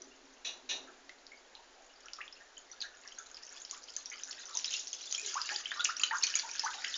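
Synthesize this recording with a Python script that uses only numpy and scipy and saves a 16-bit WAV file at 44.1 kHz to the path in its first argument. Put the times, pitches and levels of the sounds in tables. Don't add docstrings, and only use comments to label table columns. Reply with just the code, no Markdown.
import sys
import numpy as np
from scipy import signal
from scipy.fft import rfft, irfft
from scipy.io import wavfile

SR = 44100
rng = np.random.default_rng(int(sys.argv[2]) if len(sys.argv) > 2 else 0)


def dump(signal):
    limited = np.clip(np.atleast_2d(signal).T, -1, 1)
    pcm = np.round(limited * 32767).astype(np.int16)
    wavfile.write(sys.argv[1], SR, pcm)


N = 307377

# (time [s], pitch [Hz], peak level [dB], time to fade to about a third [cycles])
DROPS = [(.019, 5720, -36.5, 10.5), (1.094, 1930, -40, 4.3), (1.094, 3580, -37.5, 0.56),
         (1.267, 4700, -38, 2.1), (1.318, 2130, -46, 19), (1.552, 3900, -39, 4.7), (2.058, 5630, -42.5, 12),
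         (2.084, 2650, -37, 1.6), (2.134, 5000, -29.5, 2.8), (2.279, 3220, -38.5, 3.9),
         (2.326, 5040, -41.5, 24), (2.409, 1720, -48, 12), (2.57, 2994, -46, 18), (2.579, 6600, -38, 11),
         (2.715, 5740, -39, 23), (2.805, 4630, -34.5, 13), (2.815, 4160, -30, 12), (2.815, 6120, -34.5, 13),
         (2.823, 3750, -26.5, 5), (3.076, 5300, -35.5, 7), (3.121, 3050, -42.5, 10), (3.186, 6250, -33, 20),
         (3.314, 6320, -41.5, 9.9), (3.345, 4970, -35, 5.7), (3.369, 4700, -36.5, 6.3),
         (3.433, 5104, -40, 16), (3.467, 6000, -39, 7), (3.492, 5380, -39.5, 13), (3.618, 6540, -37, 24.3),
         (3.650, 5203, -33.5, 7), (3.711, 6070, -23, 2.6), (3.839, 5800, -41, 11), (3.886, 3000, -41, 4.9),
         (3.903, 5170, -39, 8), (3.9649, 6090, -20.5, 3.6), (4.058, 5400, -30.5, 11.5),
         (4.1, 6170, -36, 20), (4.235, 5800, -26.5, 8), (4.311, 5200, -31, 9), (4.328, 3220, -36, 2),
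         (4.455, 5830, -35.5, 11), (4.551, 6120, -28.5, 19), (4.572, 5690, -19, 6.1),
         (4.589, 5500, -27.5, 4.5), (4.644, 5070, -22.5, 8.3), (4.646, 3160, -25.5, 2.4),
         (4.657, 5600, -25, 5.8), (4.679, 3850, -31, 17), (4.737, 5850, -28.5, 11),
         (4.74, 3410, -24.5, 2.3), (4.794, 6420, -31.5, 18), (4.872, 5300, -29.5, 5.3),
         (4.93, 6130, -26, 10.4), (5.068, 5870, -37.5, 9), (5.125, 6150, -19, 5.5),
         (5.147, 3120, -29.5, 12), (5.149, 5300, -25, 6.4), (5.179, 6700, -30, 24), (5.181, 2390, -37, 30),
         (5.196, 7200, -23.5, 9), (5.262, 6160, -25.5, 6.9), (5.342, 6000, -23.5, 4.8),
         (5.416, 4750, -23.5, 7.2), (5.491, 2460, -25, 1.1), (5.492, 5130, -31.5, 3.6),
         (5.518, 4300, -31, 6.1), (5.561, 4600, -23, 7.7), (5.657, 2964, -26.5, 8.7),
         (5.708, 3410, -35, 21), (5.717, 1680, -27.5, 2.8), (5.794, 3395, -35, 45),
         (5.795, 1376, -31, 11.3), (5.806, 3660, -23.5, 8.5), (5.842, 6950, -25.5, 28),
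         (5.847, 5930, -14.5, 3.6), (5.854, 2678, -19.5, 3.5), (5.967, 5430, -27.5, 15),
         (5.996, 6630, -25.5, 9.5), (5.998, 2500, -31.5, 5.5), (6.015, 4550, -29, 9.6),
         (6.0345, 2897, -18, 8.7), (6.0351, 6380, -19.5, 11), (6.036, 3840, -22.5, 12),
         (6.184, 6340, -27.5, 11), (6.225, 5180, -27.5, 24), (6.233, 4300, -20.5, 20),
         (6.237, 5770, -13.5, 3), (6.239, 2310, -27.5, 4.9), (6.268, 5700, -20.5, 6.1),
         (6.271, 2940, -30.5, 7), (6.302, 5270, -28.5, 10), (6.34, 2770, -27.5, 10.4),
         (6.354, 6440, -14.5, 9.5), (6.354, 2265, -34, 21), (6.39, 5540, -21.5, 5.6),
         (6.396, 4300, -21.5, 2.9), (6.513, 5460, -31, 14), (6.595, 5020, -18, 5), (6.645, 5880, -28, 23.7),
         (6.844, 1924, -29.5, 3), (6.847, 2890, -22, 1.5), (6.941, 3490, -28, 13)]


def spray(spots, base_per_s=200, base_db=-50, doubling_db=7.5):
    fine_db, coarse_db = stirring()
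    rate = base_per_s * 2 ** ((fine_db - base_db) / doubling_db)
    plinks = swarm(spots, fine_db - 7, .16 * rate, low_hz=2646, high_hz=5570, cycles=26, scatter_db=9)
    ticks = swarm(spots, fine_db - 5, .5 * rate, low_hz=4530, high_hz=7110, cycles=17, scatter_db=10.5)
    crackle = swarm(spots, fine_db - 6, 4 * rate, low_hz=2640, high_hz=8640, cycles=1.6, scatter_db=16)
    burble = swarm(spots, coarse_db - 7, 1.1 * rate, low_hz=1075, high_hz=2840, cycles=5.8, scatter_db=23)
    gurgle = swarm(spots, coarse_db - 9.5, .5 * rate, low_hz=1355, high_hz=1865, cycles=8, scatter_db=15)
    return plinks + ticks + crackle + burble + gurgle


def stirring(clumps_per_s=35, clump_db=3, still_db=-64, split_hz=3800):
    # (time [s], fine spray [dB], larger bubbles [dB])
    stir_levels = [(1.0, -65, -70), (1.9, -66, -70.5), (2.25, -62, -62.5), (2.43, -65, -65),
                   (3.08, -62, -62), (3.59, -55, -63), (4.04, -54.5, -65.5), (4.26, -53, -61.5),
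                   (4.51, -52, -59.5), (4.74, -47, -67.5), (4.96, -49, -76), (5.16, -47.5, -64.5),
                   (5.34, -45, -52), (5.77, -49.5, -54), (5.96, -48.5, -56), (6.4, -44.5, -50),
                   (6.67, -49, -50), (6.97, -44.5, -47)]
    clock = np.arange(N) / SR
    jumps = rng.standard_normal(1000)
    clumps = undb(clump_db * np.interp(clock * clumps_per_s, np.arange(len(jumps)), jumps))
    power = undb(curve(stir_levels, clock)) ** 2
    broken = power ** 2 / (power ** 2 + undb(still_db) ** 4)
    fine, coarse = power * broken * unit(clumps) ** 2
    t = np.arange(int(.5 * SR)) / SR
    spatter = (1 - np.exp(-t / .003)) * np.exp(-t / .014)
    spatter /= spatter.max()
    for s, hz, db, _ in DROPS:
        fine_share = 1 / (1 + (split_hz / hz) ** 4)
        add(fine, s, fine_share * undb(db - 31) ** 2 * spatter)
        add(coarse, s, (1 - fine_share) * undb(db - 30) ** 2 * spatter)
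    return 10 * np.log10(fine), 10 * np.log10(coarse)


def swarm(spots, level_db, rate, low_hz, high_hz, cycles, scatter_db):
    births = np.flatnonzero(rng.random(N) < rate / SR)
    chance = rng.random((len(births), 3))
    gains = unit(undb(scatter_db * chance[:, 0] ** 2))
    out = np.zeros((spots, N))
    for k, (i, gain, (_, pitch, ring)) in enumerate(zip(births, gains, chance)):
        hz = low_hz + (high_hz - low_hz) * pitch
        ring_cycles = cycles * (.5 + ring)
        overlap = max(rate[i] * ring_cycles / hz / 4, .013)
        add(out[k % spots], i / SR, gain * undb(level_db[i]) / np.sqrt(overlap) * bubble(hz, ring_cycles))
    return out


def bubble(hz, cycles, glide=.05, swell_cycles=.93):
    turns = np.arange(int(5 * cycles * SR / hz)) * hz / SR
    loudness = (1 - np.exp(-turns / swell_cycles)) * np.exp(-turns / cycles)
    phase = 2 * np.pi * turns * (1 + glide * turns / cycles / 2)
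    return loudness / loudness.max() * np.sin(phase)


def drops(spots, tick_db=-8, splat_db=-15):
    t = np.arange(int(.02 * SR)) / SR
    fade = np.exp(-t / .0025)
    tick = bubble(hz=4600, cycles=.9, swell_cycles=.5)
    out = np.zeros((spots, N))
    for k, (s, hz, db, cycles) in enumerate(DROPS):
        noise = rng.standard_normal(len(t))
        splat = resonate(resonate(noise, hz, width_hz=hz), hz, width_hz=hz)
        add(out[k % spots], s, undb(db + tick_db) * tick)
        add(out[k % spots], s, undb(db + splat_db) * fade * unit(splat))
        add(out[k % spots], s, undb(db) * bubble(hz, cycles))
    return out


def glugs(spots, overtone_db=-22):
    # (time [s], starting pitch [Hz], level [dB], length [s], rise [octaves])
    pockets = [(2.186, 1222, -41.5, 0.011, 0.089), (2.205, 1657, -38.5, 0.015, 1.12),
               (3.728, 1100, -49, 0.016, 0.27), (4.546, 911, -48.5, 0.029, 0.14),
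               (5.353, 1047, -34, 0.04, 1.02), (5.493, 1674, -36, 0.02, 0.08),
               (5.505, 740, -46, 0.031, 0.43), (5.889, 1218, -32.5, 0.02, 0.87),
               (6.109, 1770, -29.5, 0.01, 0.21), (6.110, 877, -35, 0.05, 1),
               (6.635, 854, -32.5, 0.048, 1.32)]
    out = np.zeros((spots, N))
    for k, (s, hz, db, length, octaves) in enumerate(pockets):
        age = np.linspace(0, 1, int(length * SR))
        wobbles = rng.standard_normal((2, 18))
        shake, throb = (np.interp(age, np.linspace(0, 1, len(row)), row) for row in wobbles)
        pitch_hz = hz * (1 + .06 * shake) * 2 ** (octaves * age ** 2)
        phase = 2 * np.pi * np.cumsum(pitch_hz) / SR
        tone = np.sin(phase) + undb(overtone_db) * np.sin(2 * phase)
        flutter = unit(undb(3.5 * throb))
        swell = np.interp(age, [0, .1, .55, .9, 1], [0, 1, 1, .6, 0])
        add(out[k % spots], s, undb(db) * swell * flutter * tone)
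    return out


def laps(spots, count=14, spread=.1, cycles=5):
    # (time [s], pitch [Hz], level [dB])
    wavelets = [(.87, 1484, -56.5), (1.55, 925, -63.5), (1.76, 684, -62), (2.04, 1443, -60),
                (2.212, 2400, -52.5), (2.83, 1608, -51.5), (3.175, 1444, -56), (3.74, 1320, -70),
                (4.115, 2140, -46.5), (4.12, 1236, -60.5), (4.27, 1524, -58), (4.37, 1670, -57.5),
                (4.48, 1190, -57.5), (5.22, 370, -64), (5.51, 358, -61), (5.755, 1190, -48),
                (6.0, 1225, -49), (6.125, 1430, -40.5), (6.43, 880, -48.5), (6.74, 820, -55.5)]
    out = np.zeros((spots, N))
    for k, (s, hz, db) in enumerate(wavelets):
        fold_s = min(50 / hz, .053)
        overlap = count / fold_s * cycles / hz / 2
        for j, (when, pitch, strength) in enumerate(rng.random((count, 3))):
            start_s = s + fold_s * (j + when) / count
            bubble_hz = hz * (1 + spread * (2 * pitch - 1))
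            gain = undb(db) * (.5 + strength) / np.sqrt(overlap)
            add(out[k % spots], start_s, gain * bubble(bubble_hz, cycles))
    return out


def clacks(hold_s=.027):
    # (time [s], level [dB])
    hits = [(0.446, -38.5), (.690, -35.5)]
    # (pitch [Hz], width [Hz], relative level [dB])
    notes = [(270, 44, -43), (410, 96, -17.5), (680, 370, -14), (1802, 45, -6.5), (2620, 380, -4.5),
             (2853, 14, 4.5), (3420, 11, 9), (3740, 26, 9.5), (3970, 134, 3), (5840, 100, 0.5),
             (6150, 600, -7)]
    t = np.arange(int(.5 * SR)) / SR
    out = np.zeros(N)
    for s, db in hits:
        ring = 0
        for hz, width_hz, note_db in notes:
            rise_s, fade_s = (.02, .81) if hz < 1000 else (.002, .29)
            loudness = (1 - np.exp(-t / rise_s)) * undb(-60 * np.maximum(t - hold_s, 0) / fade_s)
            ring += undb(note_db) * loudness * resonate(rng.standard_normal(len(t)), hz, width_hz)
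        add(out, s, undb(db) * ring / np.std(ring[t < .04]))
    return out


def bathroom(x, wall_db=-8, tile_db=-7, hollow_db=-3, tile_fade_s=.22, hollow_fade_s=.27):
    t = np.arange(int(.5 * SR)) / SR
    noise = rng.standard_normal((3, len(t)))
    bounces = rng.random(len(t)) < .06
    walls = noise[0] * bounces * (t > .0015) * np.exp(-t / .005)
    tiles = noise[1] * (t > .004) * undb(-60 * t / tile_fade_s)
    hollow = noise[2] * (t > .004) * undb(-60 * t / hollow_fade_s)
    walls, tiles, hollow = (part / np.linalg.norm(part) for part in (walls, tiles, hollow))
    hollow = signal.lfilter(*signal.butter(2, 2200, fs=SR), hollow)
    echoes = undb(wall_db) * walls + undb(tile_db) * tiles + undb(hollow_db) * hollow
    return x + signal.fftconvolve(x, echoes)[:N]


def low_hum():
    # (time [s], level [dB])
    hum_levels = [(0, -60.5), (.4, -72), (.8, -61.5), (1.05, -71.5), (2, -79.5), (7, -76)]
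    noise = rng.standard_normal(N)
    low = resonate(resonate(noise, 267.6, 34), 267.6, 34)
    high = resonate(resonate(noise, 370, 90), 370, 90)
    level_db = curve(hum_levels, np.arange(N) / SR)[0]
    return unit(low + undb(-4.5) * high) * undb(level_db)


def hiss(level_db=-57.5):
    # (pitch [Hz], relative level [dB])
    hiss_shape = [(40, -6.5), (75, -26), (110, -26.5), (160, -23), (260, -13.5), (400, -7.5), (700, -5.5),
                  (1100, -9.5), (1600, -8), (2300, -12.5), (5000, -14), (7200, -13.5)]
    hz, db = np.transpose(hiss_shape)
    all_hz = np.maximum(np.fft.rfftfreq(N, 1 / SR), 1)
    gains = undb(np.interp(np.log(all_hz), np.log(hz), db))
    return undb(level_db) * unit(irfft(rfft(rng.standard_normal(N)) * gains, N))


def undb(db):
    return 10 ** (np.asarray(db) / 20)


def unit(x):
    return x / np.sqrt(np.mean(x ** 2))


def curve(rows, t):
    s, *columns = np.transpose(rows)
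    return [np.interp(t, s, column) for column in columns]


def add(track, s, sound):
    i = int(np.clip(s * SR, 0, N - 1))
    track[i:i + len(sound)] += sound[:N - i]


def resonate(x, hz, width_hz):
    return signal.lfilter(*signal.iirpeak(hz, hz / width_hz, fs=SR), x)


def scene(spots=6, glug_echo_db=-1):
    pockets = glugs(spots)
    echo_share = undb(glug_echo_db)
    tracks = drops(spots) + echo_share * pockets + laps(spots) + spray(spots)
    water = sum(bathroom(track) for track in tracks) + (1 - echo_share) * pockets.sum(axis=0)
    water = signal.sosfilt(signal.butter(3, 260, "high", fs=SR, output="sos"), water)
    return (water + clacks() + hiss() + low_hum())[None]


def record(dry, edge_hz=7100, top_hz=9100, leak_db=-33):
    narrow = signal.sosfilt(signal.ellip(7, .3, 42, edge_hz, fs=SR, output="sos"), dry)
    leaky = narrow + undb(leak_db) * dry
    return signal.sosfilt(signal.ellip(8, .3, 60, top_hz, fs=SR, output="sos"), leaky)


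dry = scene()
out = record(dry)
dump(out)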